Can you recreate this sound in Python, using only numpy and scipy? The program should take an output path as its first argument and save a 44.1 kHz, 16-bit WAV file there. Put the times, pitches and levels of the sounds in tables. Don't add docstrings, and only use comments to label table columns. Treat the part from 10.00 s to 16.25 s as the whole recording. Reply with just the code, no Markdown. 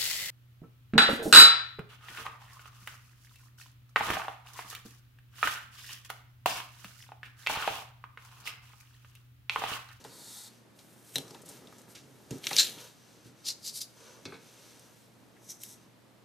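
import sys
import numpy as np
from scipy import signal
from scipy.fft import rfft, irfft, next_fast_len
from scipy.io import wavfile
from scipy.ndimage import uniform_filter1d, map_coordinates

SR = 44100
rng = np.random.default_rng(int(sys.argv[2]) if len(sys.argv) > 2 else 0)


def write(x):
    x = np.atleast_2d(x).T
    wavfile.write(sys.argv[1], SR, np.round(np.clip(x, -1, 1) * 32767).astype(np.int16))


N = 275492
TIME_S = np.arange(N) / SR


# (start [s], length [s], level [dB])
SHEET_SLIDES = [(2.448, 0.09, -42), (2.529, 0.14, -36.5), (2.79, 0.041, -52)]
# (frequency [Hz], relative gain [dB])
SLIDE_SPECTRUM = [(240, -35), (400, -10.5), (576, -11.5), (867, -27.5), (1170, -20), (1500, -10.5),
                  (2250, -8.5), (3890, -0.5), (5110, -11), (6040, -5), (7240, -10), (9370, -10),
                  (13900, -12.5), (15000, -18)]
# (frequency [Hz], relative gain [dB])
BUCKLE_SPECTRUM = [(410, -58.5), (700, -23), (746, -50), (871, -35.5), (1070, -37.5), (1650, -15),
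                   (2250, -21), (2340, -16.5), (3350, -12.5), (4000, 2), (4920, -11), (7220, -9.5),
                   (10300, -25), (13700, -21), (15000, -35.5)]
# (frequency [Hz], width [Hz], relative gain [dB])
SHEET_MODES = [(1672, 750, -19.5), (3360, 220, -5), (3950, 320, -1.5), (4400, 220, -2), (5350, 240, -4),
               (6940, 110, -9), (7300, 240, 4), (7640, 240, -11.5)]
# (time [s], level [dB], centre [Hz], t60 [s])
CREASE_POPS = [(2.4404, -27, 3387, 0.018), (2.4689, -10.5, 3620, 0.0063), (2.472, -17, 2600, 0.0099),
               (2.5107, -25.5, 2200, .03), (2.512, -28.5, 850, 0.08), (2.531, -17.5, 3900, 0.011),
               (2.5651, -10.5, 4700, 0.018), (2.577, -15, 4400, .01), (2.5981, -15.5, 3950, 0.0049),
               (2.644, -27, 4584, 0.028), (2.669, -30.5, 3800, 0.06), (2.785, -38.5, 3070, .035)]


def sheet():
    slide = power_sum(amp(db) * movement(s, length_s, attack_s=0.036, release_s=0.14, arch_db=3.5)
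                      for s, length_s, db in SHEET_SLIDES)
    pressure = waver(rate_hz=140, depth_db=1.35)
    sound = slide * pressure * friction(SLIDE_SPECTRUM, slips_per_s=1600, spread_db=0, hiss=0.48)
    crackle = friction(BUCKLE_SPECTRUM, slips_per_s=2900, spread_db=4.5, hiss=0.42)
    ring = unit_rms(filtered(rng.standard_normal(N), lambda f: body(SHEET_MODES, f)))
    buckle = amp(-16.5) * movement(2.585, length_s=0.021, attack_s=0.008, release_s=0.05, arch_db=3.5)
    sound += buckle * (crackle + amp(-8) * ring)
    for s, db, hz, t60_s in CREASE_POPS:
        add(sound, s, amp(db) * pop(hz, t60_s, width_ratio=0.77, crack=0.057))
    air_puff = pop(hz=62, t60_s=0.14, width_ratio=1.2, crack=0)
    add(sound, 2.583, amp(-51) * air_puff)
    return pan(sound, left_db=0.1)


# (time [s], relative level [dB])
TAPE_PULL = [(0.09, -63), (0.132, -54), (0.372, -46), (0.48, -50.5), (0.494, -65), (0.51, -65)]
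# (frequency [Hz], relative gain [dB])
PEEL_SPECTRUM = [(710, -38), (1200, -20), (1410, -6), (1630, -12), (1930, -9), (2650, -14), (3210, -8.5),
                 (3680, 2), (4540, -7), (5100, -4), (8300, -0.5), (12500, -6), (14200, -10), (15000, -25)]
# (frequency [Hz], nominal width [Hz], relative gain [dB])
TAPE_MODES = [(900, 200, -3.5), (4450, 310, 4.5)]


def tape():
    pull = envelope(TAPE_PULL)
    ring = amp(-57.5) * np.abs(pull / pull.max()) ** 0.3 * singing(TAPE_MODES)
    peel = amp(-1.8) * pull * friction(PEEL_SPECTRUM, slips_per_s=5400, spread_db=0, hiss=0.98)
    return pan(peel + ring, left_db=0)


# (time [s], level [dB], hardness corner [Hz], t60 [s])
ROLL_BOUNCES = [(1.1573, -21, 15000, 0.034), (1.1655, -33, 14100, 0.083), (1.1755, -36, 14000, 0.029),
                (1.1831, -27.5, 18000, 0.021)]
# (frequency [Hz], width [Hz], relative gain [dB])
ROLL_MODES = [(453, 150, -2.5), (690, 140, -7.5), (1550, 600, -13), (2400, 410, -30), (2750, 290, -11),
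              (3840, 510, 7), (4063, 200, 10.5), (5100, 250, -11), (6000, 300, -2.5), (9000, 4700, -8.5),
              (12500, 7400, -10.5)]


def roll():
    return pan(knocking(ROLL_BOUNCES, ROLL_MODES, strike=10.4), left_db=1.5)


# (start [s], length [s], level [dB], relative fine hiss [dB], attack [s])
FINGER_STROKES = [(3.462, 0.049, -33.5, -10.5, 0.02), (3.652, 0.049, -39.5, -4.5, 0.042),
                  (3.746, 0.046, -42, -1, 0.04), (3.806, 0.021, -37, -4, 0.002)]
# (frequency [Hz], relative gain [dB])
STROKE_SPECTRUM = [(820, -30), (1400, -26), (1900, -25), (2100, -19.5), (2490, -18), (3100, -12),
                   (3420, -9.5), (3780, -3.5), (4790, 2.5), (5190, -2), (7720, -8.5), (8440, -12),
                   (11200, -15), (13900, -21), (15000, -39)]


def fingers():
    strokes = [(amp(db) * movement(s, length_s, attack_s, release_s=0.033, arch_db=5.5), hiss_db)
               for s, length_s, db, hiss_db, attack_s in FINGER_STROKES]
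    pressure = waver(rate_hz=160, depth_db=1.5)
    rub = pressure * friction(STROKE_SPECTRUM, slips_per_s=2800, spread_db=-1.5, hiss=0.51)
    return pan(rubbing(strokes, rub), left_db=0.5)


# (start [s], length [s], level [dB], relative ring [dB], attack [s])
KNIFE_CUTS = [(5.443, 0.125, -59, -3, 0.08), (5.493, 0.026, -46, 2, 0.012), (5.609, 0.055, -50, -12, 0.035),
              (5.67, 0.071, -52.5, -14, 0.02), (5.737, 0.026, -65, -8, 0.02)]
# (frequency [Hz], relative gain [dB])
CUT_SPECTRUM = [(1180, -49), (2000, -13), (2870, -18), (3070, -15), (3320, -11), (3960, -7), (4420, -15.5),
                (5830, -2), (7330, -7.5), (8040, -3), (9050, -8.5), (11800, -7), (14300, -14), (15000, -30)]
# (frequency [Hz], nominal width [Hz], relative gain [dB])
BLADE_MODES = [(6000, 540, 0)]


def knife():
    cuts = [(amp(db) * movement(s, length_s, attack_s, release_s=0.027, arch_db=3.5), ring_db)
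            for s, length_s, db, ring_db, attack_s in KNIFE_CUTS]
    scratch_gain = power_sum(gain for gain, _ in cuts)
    ring_gain = power_sum(gain * amp(ring_db) for gain, ring_db in cuts)
    scratch = friction(CUT_SPECTRUM, slips_per_s=2400, spread_db=3, hiss=0.32)
    return pan(scratch_gain * scratch + ring_gain * singing(BLADE_MODES), left_db=0)


# (time [s], level [dB], hardness corner [Hz], t60 [s])
HOLDER_KNOCKS = [(4.2538, -39, 10100, 0.074), (4.263, -53.5, 3670, 0.72), (4.3219, -46, 2100, 0.12),
                 (4.341, -51.5, 3600, 0.19)]
# (frequency [Hz], width [Hz], relative gain [dB])
HOLDER_MODES = [(1200, 290, -5.5), (1503, 32, 8), (1580, 180, -3.5), (2210, 140, 0.5), (2560, 91, 4.5),
                (3440, 190, 2), (4110, 180, 3), (4600, 94, 7), (5870, 1400, -2), (6200, 160, -1)]


def holder():
    return pan(knocking(HOLDER_KNOCKS, HOLDER_MODES, strike=14), left_db=0)


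# (time [s], level [dB], centre [Hz], t60 [s])
LIGHT_TAPS = [(0.041, -39.5, 4400, 0.017), (0.0487, -39, 3460, 0.014), (0.7914, -41.5, 4400, 0.0053),
              (1.2799, -43, 5500, 0.018), (1.3076, -38.5, 5000, 0.025), (1.346, -42, 3630, 0.034),
              (1.418, -46, 8000, .06), (1.4585, -43, 8760, 0.05), (1.489, -38, 8550, 0.07),
              (1.6722, -39.5, 4080, 0.015), (1.725, -42, 1020, 0.025), (1.782, -51, 7500, 0.16),
              (1.817, -44.5, 8500, 0.0092), (2.3083, -33, 6900, .018), (2.384, -40.5, 9400, 0.0065),
              (2.8124, -42, 6000, 0.018), (3.465, -29, 4600, 0.01), (3.807, -31, 5200, 0.012),
              (4.7956, -39.5, 7000, .005), (5.365, -54.5, 1804, 0.1), (5.6347, -25.5, 11300, 0.015),
              (5.635, -38.5, 3100, .012)]


def taps():
    sound = np.zeros(N)
    for s, db, hz, t60_s in LIGHT_TAPS:
        add(sound, s, amp(db) * pop(hz, t60_s, width_ratio=0.66, crack=hz / 14000))
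    return pan(sound, left_db=2)


# (start [s], length [s], level [dB], relative fine hiss [dB])
SWISHES = [(0.0, 0.026, -60.5, -8), (0.483, 0.11, -67.5, -5), (0.766, 0.4, -70.5, 3.5),
           (1.05, 0.086, -64, 2.5), (1.141, 0.018, -55.5, 4), (1.222, 0.19, -62.5, -5),
           (1.46, 0.13, -58, -2.5), (1.61, 0.25, -66, -4.5), (1.888, 0.047, -63, 2),
           (2.03, 0.77, -68.5, -2), (2.315, 0.082, -59, -4.5), (2.78, 0.12, -57.5, -7),
           (2.92, 0.37, -66.5, -7.5), (3.249, 0.04, -63, -5.5), (3.366, 0.25, -65, -7.5),
           (3.846, 0.15, -67.5, -4), (3.968, 0.2, -59.5, -8.5), (4.19, 0.2, -64.5, -6),
           (4.41, 0.46, -61.5, -5.5), (4.85, 0.22, -68.5, -2), (5.04, 0.35, -77.5, -1.5),
           (5.727, 0.13, -68.5, -7)]
# (time [s], level [dB], relative fine hiss [dB], release [s])
HAND_PATS = [(0.045, -56.5, -5, 0.18), (0.789, -60.5, -7, 0.074), (1.19, -50.5, -6.5, 0.09),
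             (1.951, -49.5, -12, 0.09), (2.308, -49, -10, 0.037)]
# (frequency [Hz], relative gain [dB])
SWISH_SPECTRUM = [(880, -35.5), (1500, -4), (1820, -9), (2750, -5), (5950, -4.5), (8100, -7), (9180, -8),
                  (10500, -11), (13900, -12), (15000, -28)]
# (frequency [Hz], nominal width [Hz], relative gain [dB])
SKIN_MODES = [(6050, 200, -0.5)]
# (start [s], length [s], level [dB])
ARM_DRAGS = [(0.027, 0.18, -62.5), (1.208, 0.082, -60.5), (2.76, 0.12, -58.5), (3.973, 0.24, -60),
             (4.498, 0.41, -69.5)]
# (frequency [Hz], nominal width [Hz], relative gain [dB])
DRAG_MODES = [(510, 150, 0), (950, 250, -4), (1430, 76, -4.5)]


def soft_rubs():
    sweep = dict(attack_s=0.033, release_s=0.09, arch_db=4)
    swishes = [(amp(db) * movement(s, length_s, **sweep), hiss_db)
               for s, length_s, db, hiss_db in SWISHES]
    pats = [(amp(db) * movement(s, length_s=0.0033, attack_s=0.003, release_s=release_s), hiss_db)
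            for s, db, hiss_db, release_s in HAND_PATS]
    sound = rubbing(swishes + pats, friction(SWISH_SPECTRUM, slips_per_s=760, spread_db=-4, hiss=1.6))
    ring_gain = power_sum(gain * amp(-12.5 - 0.75 * hiss_db) for gain, hiss_db in swishes)
    drag_gain = power_sum(amp(db) * movement(s, length_s, **sweep) for s, length_s, db in ARM_DRAGS)
    sound += ring_gain * singing(SKIN_MODES) + drag_gain * singing(DRAG_MODES)
    return pan(sound * waver(rate_hz=23, depth_db=0.4), left_db=-0.5)


# (time [s], level [dB], hardness corner [Hz], t60 [s])
DESK_KNOCKS = [(0.048, -44, 2150, 0.12), (1.1575, -40, 850, 0.21), (1.181, -46, 700, 0.42),
               (1.308, -48, 900, 0.19), (1.347, -49, 1800, 0.15), (1.49, -53, 930, 0.31),
               (2.007, -55.5, 493, 0.61), (2.3073, -28.5, 383, 0.054), (2.319, -37, 430, 0.2),
               (2.352, -46, 400, 0.12), (2.51, -42.5, 1800, 0.28), (2.585, -50, 788, 0.088),
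               (3.252, -51, 305, 0.27), (4.2535, -42, 496, 0.29), (4.323, -47.5, 770, 0.34)]
# (frequency [Hz], width [Hz], relative gain [dB])
DESK_MODES = [(89, 66, -13), (130, 14, 8), (182, 20, -0.5), (267, 18, 6), (384, 53, 2.5), (463, 53, 3),
              (584, 140, -1.5), (850, 230, 0.5), (1480, 780, -5.5), (2220, 310, -12)]
# (start [s], length [s], level [dB])
ARM_LEANS = [(0.0, 0.3, -62), (0.77, 0.81, -64.5), (1.24, 0.74, -58.5), (2.021, 0.78, -62.5),
             (2.332, 0.45, -55), (3.078, 0.66, -66.5), (4.026, 0.91, -65), (5.2, 0.66, -66.5)]
# (frequency [Hz], relative gain [dB])
LEAN_SPECTRUM = [(40, -27.5), (110, -3.5), (300, 2), (550, -5), (1000, -11.5), (2000, -16.5), (5000, -44)]


def desk():
    lean = power_sum(amp(db) * movement(s, length_s, attack_s=0.08, release_s=0.071, arch_db=2)
                     for s, length_s, db in ARM_LEANS)
    rumble = lean * friction(LEAN_SPECTRUM, slips_per_s=150, spread_db=-0.5, hiss=0.94)
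    return pan(knocking(DESK_KNOCKS, DESK_MODES, strike=13) + rumble, left_db=-0.5)


# (frequency [Hz], relative gain [dB])
AIR_SPECTRUM = [(15, -66), (25, -36.5), (90, -15.5), (121, -9.5), (213, -6.5), (438, -13), (501, -13.5),
                (729, -16.5), (1860, -23), (2500, -25.5), (4040, -26.5), (6040, -31.5), (7090, -32),
                (13800, -35), (15000, -46)]
# (frequency [Hz], side re mid [dB])
AIR_SIDE = [(120, -4), (500, -4.5), (2500, -3), (9000, -5.5)]
# (frequency [Hz], level [dB])
MAINS_HUM = [(119, -69), (180, -85)]


def air():
    mid, side = unit_rms(filtered(rng.standard_normal((2, N)), lambda f: amp(curve(AIR_SPECTRUM, f))))
    side = filtered(side, lambda f: amp(curve(AIR_SIDE, f)))
    hum = sum(amp(db) * np.sqrt(2) * np.sin(2 * np.pi * (hz * TIME_S + rng.random()))
              for hz, db in MAINS_HUM)
    return pan(amp(-62) * np.array([mid + side, mid - side]) + hum, left_db=-0.56)


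# (frequency [Hz], t60 [s])
ROOM_DECAY = [(150, 0.22), (1000, 0.21), (5000, 0.3), (14000, 0.29)]
# (frequency [Hz], side re mid [dB])
ROOM_SIDE = [(100, -14), (500, 2), (2000, -2), (5000, -0.5), (10000, 1.5)]


def room(x, early_t60_s=0.017):
    hz, t, noise = signal.stft(rng.standard_normal((2, SR // 2)), SR, nperseg=256)
    decay = amp(-60 * t / curve(ROOM_DECAY, hz)[:, None]) + 3.6 * amp(-60 * t / early_t60_s)
    mid, side = signal.istft(noise * decay, SR, nperseg=256)[1]
    side = filtered(side, lambda f: amp(curve(ROOM_SIDE, f)))
    response = np.array([mid + side, mid - side]) / np.linalg.norm(mid)
    response = np.pad(response, ((0, 0), (SR // 500, 0)))
    return signal.fftconvolve(x.mean(axis=0)[None], response, axes=1)[:, :N]


def friction(spectrum, slips_per_s, spread_db, hiss):
    slips = (rng.random(N) < slips_per_s / SR) * rng.choice([-1, 1], N)
    sizes = amp(spread_db * np.minimum(rng.exponential(size=N), np.pi))
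    force = unit_rms(slips * sizes) + hiss * rng.standard_normal(N)
    return unit_rms(filtered(force, lambda f: amp(curve(spectrum, f))))


def rubbing(moves, rub, split_hz=8000):
    fine = filtered(rub, lambda f: 1 - 1 / (1 + (f / split_hz) ** 8))
    coarse_gain = power_sum(gain for gain, _ in moves)
    fine_gain = power_sum(gain * amp(db) for gain, db in moves)
    return coarse_gain * unit_rms(rub - fine) + fine_gain * unit_rms(fine)


def singing(modes):
    def response(f):
        return sum(amp(db) * resonance(f, hz, 2 * width_hz) ** 2 for hz, width_hz, db in modes)
    return unit_rms(filtered(rng.standard_normal(N), response))


def pop(hz, t60_s, width_ratio, crack):
    t = np.arange(SR // 8) / SR
    decay = amp(-60 * t / t60_s)
    def response(f):
        return resonance(f, hz, width_ratio * hz) ** 2 + crack * resonance(f, 6300, 9000) ** 2
    burst = filtered(rng.standard_normal(len(t)) * decay, response)
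    return unit_rms(burst) * np.sqrt(np.mean(decay ** 2)) / 2


def knocking(blows, modes, strike):
    sound = np.zeros(N)
    t = np.arange(SR // 3) / SR
    for s, db, corner_hz, t60_s in blows:
        decay = amp(-60 * t / t60_s)
        force = strike * (t == 0) + rng.standard_normal(len(t)) * decay
        def lowpass(f):
            return 1 / (1 + 1j * np.sqrt(2) * f / corner_hz - (f / corner_hz) ** 2) ** 2
        knock = filtered(force, lambda f: body(modes, f) * lowpass(f))
        add(sound, s, amp(db) * unit_rms(knock) * np.sqrt(np.mean(decay ** 2)))
    return sound


def body(modes, f):
    return sum((-1) ** k * amp(db) * resonance(f, hz, width_hz)
               for k, (hz, width_hz, db) in enumerate(modes))


def resonance(f, hz, width_hz):
    return 1j * f * width_hz / (hz * hz - f * f + 1j * f * width_hz)


def movement(start_s, length_s, attack_s, release_s, arch_db=0):
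    off_centre = np.clip(2 * (TIME_S - start_s) / length_s - 1, -1, 1)
    before = np.maximum(start_s - TIME_S, 0) / attack_s
    after = np.maximum(TIME_S - start_s - length_s, 0) / release_s
    return amp(-arch_db * off_centre ** 2 - 20 * np.minimum(before + after, 10))


def envelope(points):
    s, db = np.transpose(points)
    active = (TIME_S >= s[0]) & (TIME_S <= s[-1])
    return uniform_filter1d(amp(np.interp(TIME_S, s, db)) * active, size=100)


def waver(rate_hz, depth_db):
    drift = map_coordinates(rng.standard_normal(N // 100), [TIME_S * rate_hz], mode="wrap")
    return amp(depth_db * drift)


def power_sum(gains):
    return np.sqrt(sum(gain ** 2 for gain in gains))


def amp(db):
    return 10 ** (np.asarray(db) / 20)


def unit_rms(x):
    return x / np.sqrt(np.mean(x ** 2) + 1e-20)


def curve(points, hz):
    f, values = np.transpose(points)
    return np.interp(np.log(hz + 1), np.log(f), values)


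def filtered(x, response):
    n = x.shape[-1]
    padded = next_fast_len(n + SR // 10)
    return irfft(rfft(x, padded) * response(np.fft.rfftfreq(padded, 1 / SR)), padded)[..., :n]


def add(track, start_s, sound):
    part = track[round(start_s * SR):][:len(sound)]
    part += sound[:len(part)]


def pan(x, left_db):
    return x * amp([[left_db / 2], [-left_db / 2]])


def scene():
    on_mat = roll() + sheet()
    rest = tape() + soft_rubs() + fingers() + knife() + taps() + holder() + desk()
    return on_mat + rest + room(amp(-12.5) * on_mat + amp(-11) * rest) + air()


# (frequency [Hz], left minus right [dB])
PORT_BALANCE = [(100, -1), (500, 1), (2000, 0.1), (5000, 1), (9000, 0.4), (14000, 0.5)]


def record(dry, top_hz=14650):
    heard = filtered(dry, lambda f: amp(np.outer([0.5, -0.5], curve(PORT_BALANCE, f))))
    return filtered(heard, lambda f: amp(-np.clip((f - top_hz) / 15, 0, 100)))


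dry = scene()
out = record(dry)
write(out)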